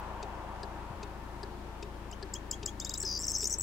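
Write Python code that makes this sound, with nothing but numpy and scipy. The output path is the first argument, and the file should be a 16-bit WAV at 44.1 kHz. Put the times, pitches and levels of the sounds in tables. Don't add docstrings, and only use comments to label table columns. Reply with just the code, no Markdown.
import sys
import numpy as np
from scipy import signal
from scipy.fft import rfft, irfft
from scipy.io import wavfile
from scipy.ndimage import uniform_filter1d

SR = 44100
rng = np.random.default_rng(int(sys.argv[2]) if len(sys.argv) > 2 else 0)


def nominal_scale(level):
    x = np.asarray(level, float) / 20
    return 10 ** x


def pcm_store(signal):
    levels = np.round(np.clip(np.atleast_2d(signal), -1, 1) * 32767)
    wavfile.write(sys.argv[1], SR, levels.astype(np.int16).T)


N = 159642


def level(x, db):
    return x * nominal_scale(db) / np.sqrt(np.mean(x ** 2))


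def walk(rate):
    k = int(SR / rate)
    steps = np.repeat(rng.standard_normal(N // k + 1), k)
    return 1.326 * uniform_filter1d(uniform_filter1d(steps, k), k)[:N]


def pan(x, db):
    return x * nominal_scale(np.array([[db / 2], [-db / 2]]))


def add(out, at_s, x):
    i = int(at_s * SR)
    out[i:i + len(x)] += x[:len(out) - i]


def filtered(x, order, hz, kind):
    return signal.sosfilt(signal.butter(order, hz, kind, fs=SR, output="sos"), x)


def curve(f, shape, **ends):
    hz, db = np.transpose(shape)
    return nominal_scale(np.interp(np.log(f), np.log(hz), db, **ends))


def bands(shape, same, flicker_db):
    f = np.arange(N // 2 + 1) * SR / N + 1
    gain = curve(f, shape, left=-80, right=-80)
    mid = rfft(rng.standard_normal(N)) * gain
    side = rfft(rng.standard_normal(N)) * gain
    likeness = np.clip(same(f), 0, 1)
    mid = np.sqrt(1 + likeness) * mid
    side = np.sqrt(1 - likeness) * side
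    both = np.array([mid + side, mid - side])
    out = 0
    for k in range(19):
        part = np.clip(1 - abs(2 * np.log2(f / 35) - k), 0, 1)
        out = out + irfft(both * part, N) * nominal_scale(flicker_db * walk(9.05))
    return out


# pitch in Hz, strength in dB per Hz.
AIR_TONE = [(40, -24), (110, -16), (240, -17), (360, -13), (520, -21.5), (1500, -26.5), (4000, -37),
            (16000, -51.5)]


def air():
    noise = bands(AIR_TONE, lambda f: 1.14 / (1 + (f / 460) ** 2), flicker_db=0.67)
    return pan(level(noise, -49.5), 5)


# pitch in Hz, strength in dB per Hz.
ROAD_TONE = [(500, 8), (720, 10), (920, 15.5), (1150, 7.5), (1620, 0.5), (2100, -7.5), (2600, -7.5),
             (3500, -15)]
# time in seconds, level in dB.
ROAD_FADE = [
    (0, -42.5),
    (1.3, -50.5),
    (2.3, -53),
    (3.62, -61.5),
]


def road():
    road_db = np.interp(np.arange(N) / SR, *np.array(ROAD_FADE).T)
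    noise = bands(ROAD_TONE, lambda f: 1 / (1 + (f / 1560) ** 2), flicker_db=0.46)
    left, right = level(noise, 0) * nominal_scale(road_db)
    lag_s = 0.000088
    return pan(np.array([np.roll(left, int(lag_s * SR)), right]), 3.5)


# middle in seconds, level in dB, pitch in Hz.
WIND_NUDGES = [
    (0.91, -33.5, 115),
    (0.948, -38, 54.7),
    (1.161, -42, 110),
]


def gusts():
    out = np.zeros(N)
    for s, db, hz in WIND_NUDGES:
        half_s = 0.83 / hz
        t = np.arange(-half_s, half_s, 1 / SR)
        fade = np.cos(np.pi * t / half_s / 2) ** 2
        add(out, s - half_s, -nominal_scale(db) * np.cos(2 * np.pi * hz * t) * fade)
    return out


# multiple of the idle rate, level in dB.
ENGINE_HUM = [(1, -53.5), (2, -48), (3, -54), (4, -62), (5, -60.5), (7.4, -59.5), (11, -63), (12.5, -60.5),
              (20, -66.5), (33, -65.5), (64, -70)]


def engine():
    idle_hz = 27.65
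    phase = 2 * np.pi * np.cumsum(idle_hz * (1 + 0.003935 * walk(1.5))) / SR
    out = np.zeros(N)
    for k, db in ENGINE_HUM:
        wander_db = 0.2 * k ** 0.51 * walk(5.76)
        start = 2 * np.pi * rng.random()
        out += np.sqrt(2) * nominal_scale(db + wander_db) * np.sin(k * phase + start)
    return out


RELAY_TIMES = [
    0.2264,
    0.6301,
    1.0293,
    1.4299,
    1.8258,
    2.2253,
    2.6285,
    3.0323,
    3.428,
]
# pitch in Hz, level in dB, time to fall 60 dB in seconds.
TICK_RINGS = [(407.4, -41.5, 0.11), (2596, -49, 0.061), (3720, -50.5, 0.083), (4750, -45, 0.015),
              (5200, -56.5, 0.016), (5350, -77, 0.005)]
# pitch in Hz, level in dB, time to fall 60 dB in seconds.
TOCK_RINGS = [(390, -44, 0.092), (1690, -47, 0.039), (4330, -44.5, 0.015), (4800, -39, 0.013),
              (5100, -58, 0.023), (7890, -47.5, 0.0087)]
# delay in seconds, level in dB.
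CLOSING_BOUNCES = [
    (0, -4.5),
    (.002, 0),
    (.0032, -7),
    (.0045, -3.5),
]
# delay in seconds, level in dB.
OPENING_BOUNCES = [
    (.0013, -1),
    (.0035, 0),
    (.0065, -4),
]


def relay():
    out, t = np.zeros(N), np.arange(int(0.08 * SR)) / SR
    tick = (TICK_RINGS, CLOSING_BOUNCES, (2400, 7260), -38)
    tock = (TOCK_RINGS, OPENING_BOUNCES, (3900, 5000), -34)
    rattle_t60_s = 0.027
    for k, s in enumerate(RELAY_TIMES):
        rings, bounces, rattle_hz, rattle_db = (tick, tock)[k % 2]
        ring = np.zeros(len(t))
        for hz, db, t60_s in rings:
            ring += nominal_scale(db) * np.sin(2 * np.pi * hz * t) * 1000. ** (-t / t60_s)
        for lag_s, db in bounces:
            rattle = filtered(rng.standard_normal(len(t)), 3, rattle_hz, "band")
            rattle = rattle * 1000. ** (-t / rattle_t60_s)
            add(out, s + lag_s, nominal_scale(db) * (ring + nominal_scale(rattle_db) * rattle))
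    return filtered(out, 4, 8600, "low")


def tone(hz, env, octave=0, third=0):
    p = 2 * np.pi * np.cumsum(hz) / SR + 2 * np.pi * rng.random()
    return env * (np.sin(p) + octave * np.sin(2 * p) + third * np.sin(3 * p))


def glide(length_s, from_hz, to_hz, db, swell=1, bend=1.7):
    u = np.linspace(0, 1, int(length_s * SR))
    travel = np.expm1(-bend * u) / np.expm1(-bend)
    return tone(from_hz + (to_hz - from_hz) * travel, nominal_scale(db) * np.sin(np.pi * u ** swell))


# start in seconds, level in dB, snap length in seconds,
# whistle pitch in Hz, whistle length in seconds.
SONG_TICKS = [
    (2.111, -43.5, 0.0069, 3210, 0.016),
    (2.335, -29.5, 0.008, 3340, .024),
    (2.509, -25.5, 0.0079, 3320, 0.027),
    (2.657, -26, 0.0079, 3350, 0.029),
    (2.797, -30, 0.007, 3750, 0.026),
    (2.845, -30, 0.0073, 3820, 0.027),
    (2.892, -29, 0.0057, 3880, 0.023),
    (2.936, -28.5, 0.0071, 4000, 0.02),
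]


def ticks():
    out = np.zeros(N)
    for k, (s, db, snap_s, hz, whistle_s) in enumerate(SONG_TICKS):
        if k < 4:
            snap_to_hz, snap_bend, pre_at, dip_db, late_s = 6200, -1.1, 0.35, -6.5, 0.0035
        else:
            snap_to_hz, snap_bend, pre_at, dip_db, late_s = 4580, -2.6, 0.15, -2, 0
        add(out, s, glide(snap_s, 8080, snap_to_hz, db, swell=1.48, bend=snap_bend))
        add(out, s + pre_at * snap_s, glide(0.0049, 4480, 5500, db - 7))
        add(out, s + 0.73 * snap_s, glide(0.0035, 4480, 5500, db + dip_db, bend=0.28))

        t = np.arange(int(whistle_s * SR)) / SR
        u = t / whistle_s
        fade_in = np.clip(u / 0.46, 0, 1) ** 1.02
        fade_out = np.clip((1 - u) / 0.23, 0, 1)
        env = nominal_scale(-41 + 0.28 * min(db + 30, 0)) * fade_in * fade_out
        octave = nominal_scale(15 - 22 * np.clip(u / 0.48, 0, 1))
        pitch = hz * (1 - 0.32 * np.exp(-t / 0.00503))
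        add(out, s + 0.0095 + late_s, tone(pitch, env, octave, nominal_scale(-23)))
    return out


def trill():
    start_s, end_s, beat_s, beat_at_s = 3.047, 3.184, 0.01235, 3.0912
    trill_db, flick_s, flick_db = -33, 0.0047, -34
    out, t = np.zeros(N), np.arange(start_s, end_s, 1 / SR)
    beat = (t - beat_at_s) / beat_s % 1
    bump = uniform_filter1d(np.exp(-beat / 0.12) + np.exp((beat - 1) / 0.098), size=30)
    hz = 4650 + 580 * np.exp(-(t - start_s) / 0.04) + 604 * bump
    edge = np.clip(np.minimum(t - start_s, end_s - t) / 0.0039, 0, 1)
    add(out, start_s, tone(hz, nominal_scale(trill_db + 0.94 * walk(152)[:len(t)]) * edge))
    for k in range(-3, 8):
        vary = rng.standard_normal(2)
        s = beat_at_s + k * beat_s - 0.5 * flick_s
        add(out, s, glide(flick_s, 7200 + 150 * vary[0], 5300, flick_db + 1.3 * vary[1], swell=0.98))
        add(out, s - 0.0024, glide(0.0057, 6650, 4900, flick_db - 0.5 - 1.5 * vary[1]))
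    return out


# first pip in seconds, spacing in seconds, upper voice in dB, lower voice in dB.
PIP_RUNS = [
    (3.1998, 0.0059, -35, -37.5),
    (3.289, 0.0065, -32, -32),
    (3.413, .0044, -33.5, -33),
]
RUN_COUNTS = 5, 4, 6
# start in seconds, length in seconds, from Hz, to Hz, level in dB.
UPPER_NOTES = [(2.978, 0.0077, 7100, 8050, -31), (2.998, 0.012, 6800, 7520, -30),
               (2.973, 0.0031, 6800, 8000, -38), (3.0154, 0.0059, 7000, 8190, -30),
               (3.026, 0.0078, 7000, 8000, -30), (3.1888, 0.0078, 7500, 7350, -32),
               (3.248, 0.01, 6900, 7900, -34), (3.265, 0.0079, 7040, 7400, -32),
               (3.313, 0.009, 6770, 8130, -30.5), (3.367, 0.0092, 7040, 7830, -32),
               (3.379, 0.0106, 7200, 7900, -31), (3.403, 0.0054, 7200, 7600, -30),
               (3.439, 0.0077, 6300, 8000, -30), (3.466, 0.013, 6650, 7120, -28.5),
               (3.4734, 0.0063, 7100, 8540, -31), (3.494, 0.0078, 6770, 7400, -32),
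               (3.503, 0.006, 7100, 8100, -31), (3.51, 0.0076, 7250, 7940, -31),
               (3.518, 0.006, 7250, 8000, -33), (3.54, 0.0074, 7000, 8200, -40),
               (3.5818, 0.01, 7150, 8050, -28.5), (3.595, 0.0069, 7500, 7890, -28),
               (3.6066, 0.0078, 7300, 7850, -26.5), (3.617, 0.008, 6800, 7800, -26),
               (3.5243, 0.0037, 5200, 8240, -27.5), (3.3135, 0.0035, 5000, 7300, -42),
               (3.275, 0.012, 5200, 6520, -33), (3.227, 0.0053, 4900, 5900, -40)]
# start in seconds, length in seconds, from
# Hz, to Hz, level in dB.
LOWER_GLIDES = [(3.2805, 0.0082, 6330, 5230, -25), (3.317, 0.0055, 7060, 5070, -28.5),
                (3.3488, 0.011, 6570, 5160, -23), (3.36, 0.0031, 7300, 5000, -25.5),
                (3.361, 0.0072, 6750, 5120, -24), (3.396, 0.0049, 6430, 5200, -30),
                (3.406, 0.006, 6460, 5100, -28.5), (3.443, 0.0053, 7180, 4820, -26.5),
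                (3.4718, 0.0064, 7230, 5170, -29), (3.51, 0.0054, 6360, 5200, -32),
                (3.5252, 0.0089, 7580, 5310, -27.5), (3.537, 0.0108, 6920, 5230, -26),
                (3.606, 0.0075, 7200, 5050, -33.5), (2.9767, 0.003, 4860, 8100, -29.5),
                (3.263, 0.01, 6400, 5000, -37), (3.392, 0.004, 7400, 5200, -34),
                (3.458, 0.005, 6530, 5000, -30),
                (3.013, 0.0059, 5930, 5350, -33.5), (3.2324, 0.0076, 6470, 5200, -32),
               (3.2416, 0.0066, 6730, 5200, -26.5), (3.249, 0.0078, 5150, 5220, -32.5),
               (3.002, 0.0057, 5800, 5200, -39), (3.332, 0.027, 6500, 5900, -34),
               (3.33, 0.03, 5300, 5110, -39), (3.341, 0.014, 7170, 6400, -35),
               (3.403, 0.0063, 5000, 5550, -40), (3.3673, 0.0085, 5020, 5530, -30.5),
               (3.384, 0.0052, 6070, 5420, -33), (3.441, 0.0036, 5570, 5400, -27),
               (3.452, 0.0038, 6160, 6200, -28), (3.453, 0.012, 5100, 5620, -28.5),
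               (3.455, 0.0045, 6330, 6350, -24.5), (3.504, 0.0077, 6350, 5400, -32),
               (3.5175, 0.007, 6400, 5420, -31), (3.535, 0.0059, 5830, 7160, -30)]
# start in seconds, from Hz, to Hz, level in dB.
GRACE_NOTES = [
    (3.0045, 6800, 8300, -33),
    (3.0245, 5900, 7000, -36),
    (3.0262, 5900, 5500, -33),
    (3.1885, 5500, 5100, -34),
    (3.192, 5200, 5100, -36),
    (3.239, 7200, 4900, -33),
    (3.267, 7200, 8600, -35),
    (3.2835, 7300, 6000, -32),
    (3.497, 6500, 5300, -35),
]


def jangle():
    out, swell = np.zeros(N), 0.7
    for (first_s, gap_s, upper_db, lower_db), count in zip(PIP_RUNS, RUN_COUNTS):
        for k in range(count):
            high, low = 1 + 0.0096 * rng.standard_normal(2)
            s, pip_s, grow_db = first_s + k * gap_s, 0.73 * gap_s, 0.54 * k
            add(out, s, glide(pip_s, 6550 * high, 8180 * high, upper_db + grow_db, swell))
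            add(out, s, glide(pip_s, 4980 * low, 5550 * low, lower_db + grow_db))
    for s, length_s, from_hz, to_hz, db in UPPER_NOTES:
        add(out, s, glide(length_s, from_hz, to_hz, db, 1.35))
    for s, length_s, from_hz, to_hz, db in LOWER_GLIDES:
        add(out, s, glide(length_s, from_hz, to_hz, db, swell))
    for s, from_hz, to_hz, db in GRACE_NOTES:
        add(out, s, glide(0.0036, from_hz, to_hz, db))
    return out


# pitch in Hz, gain in dB.
BEAK_TONE = [(4000, -1), (5400, -1.5), (6700, 0), (7800, 0), (8600, 2), (10000, 3)]


def beak(x):
    f = np.arange(N // 2 + 1) * SR / N + 1
    return irfft(rfft(x) * curve(f, BEAK_TONE), N)


def echoes(song):
    t = np.arange(int(0.3 * SR)) / SR
    t60_s = 0.13
    tail = rng.standard_normal((2, len(t))) * 1000. ** (-t / t60_s) * np.clip(t / 0.0029, 0, 1)
    tail = filtered(tail, 2, 5000, "high")
    tail = tail / np.sqrt(np.sum(tail[0] ** 2))
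    return nominal_scale(-9) * signal.fftconvolve(song[None], tail, axes=1)[:, :N]


def bird():
    song = beak(ticks() + trill() + jangle()) * (1 + 0.13 * walk(2500))
    size = abs(signal.hilbert(song))
    loud = uniform_filter1d(size, size=600) + 0.00059
    mixed = nominal_scale(-22) * song ** 2 / loud + nominal_scale(-20.5) * song ** 3 / loud ** 2
    breath = nominal_scale(-32) * size * rng.standard_normal(N)
    song = song + filtered(mixed + breath, 4, 11000, "high")
    return pan(song + echoes(song), 4.5)


def scene():
    car = pan(gusts() + engine() + relay(), 5.6)
    return air() + road() + car + bird()


def roll_off(x):
    return signal.sosfilt(signal.butter(12, 16030, fs=SR, output="sos"), x)


def record(dry):
    top_cut = signal.ellip(10, 0.2, 90, 15800, fs=SR, output="sos")
    return roll_off(signal.sosfilt(top_cut, dry))


dry = scene()
out = record(dry)
pcm_store(out)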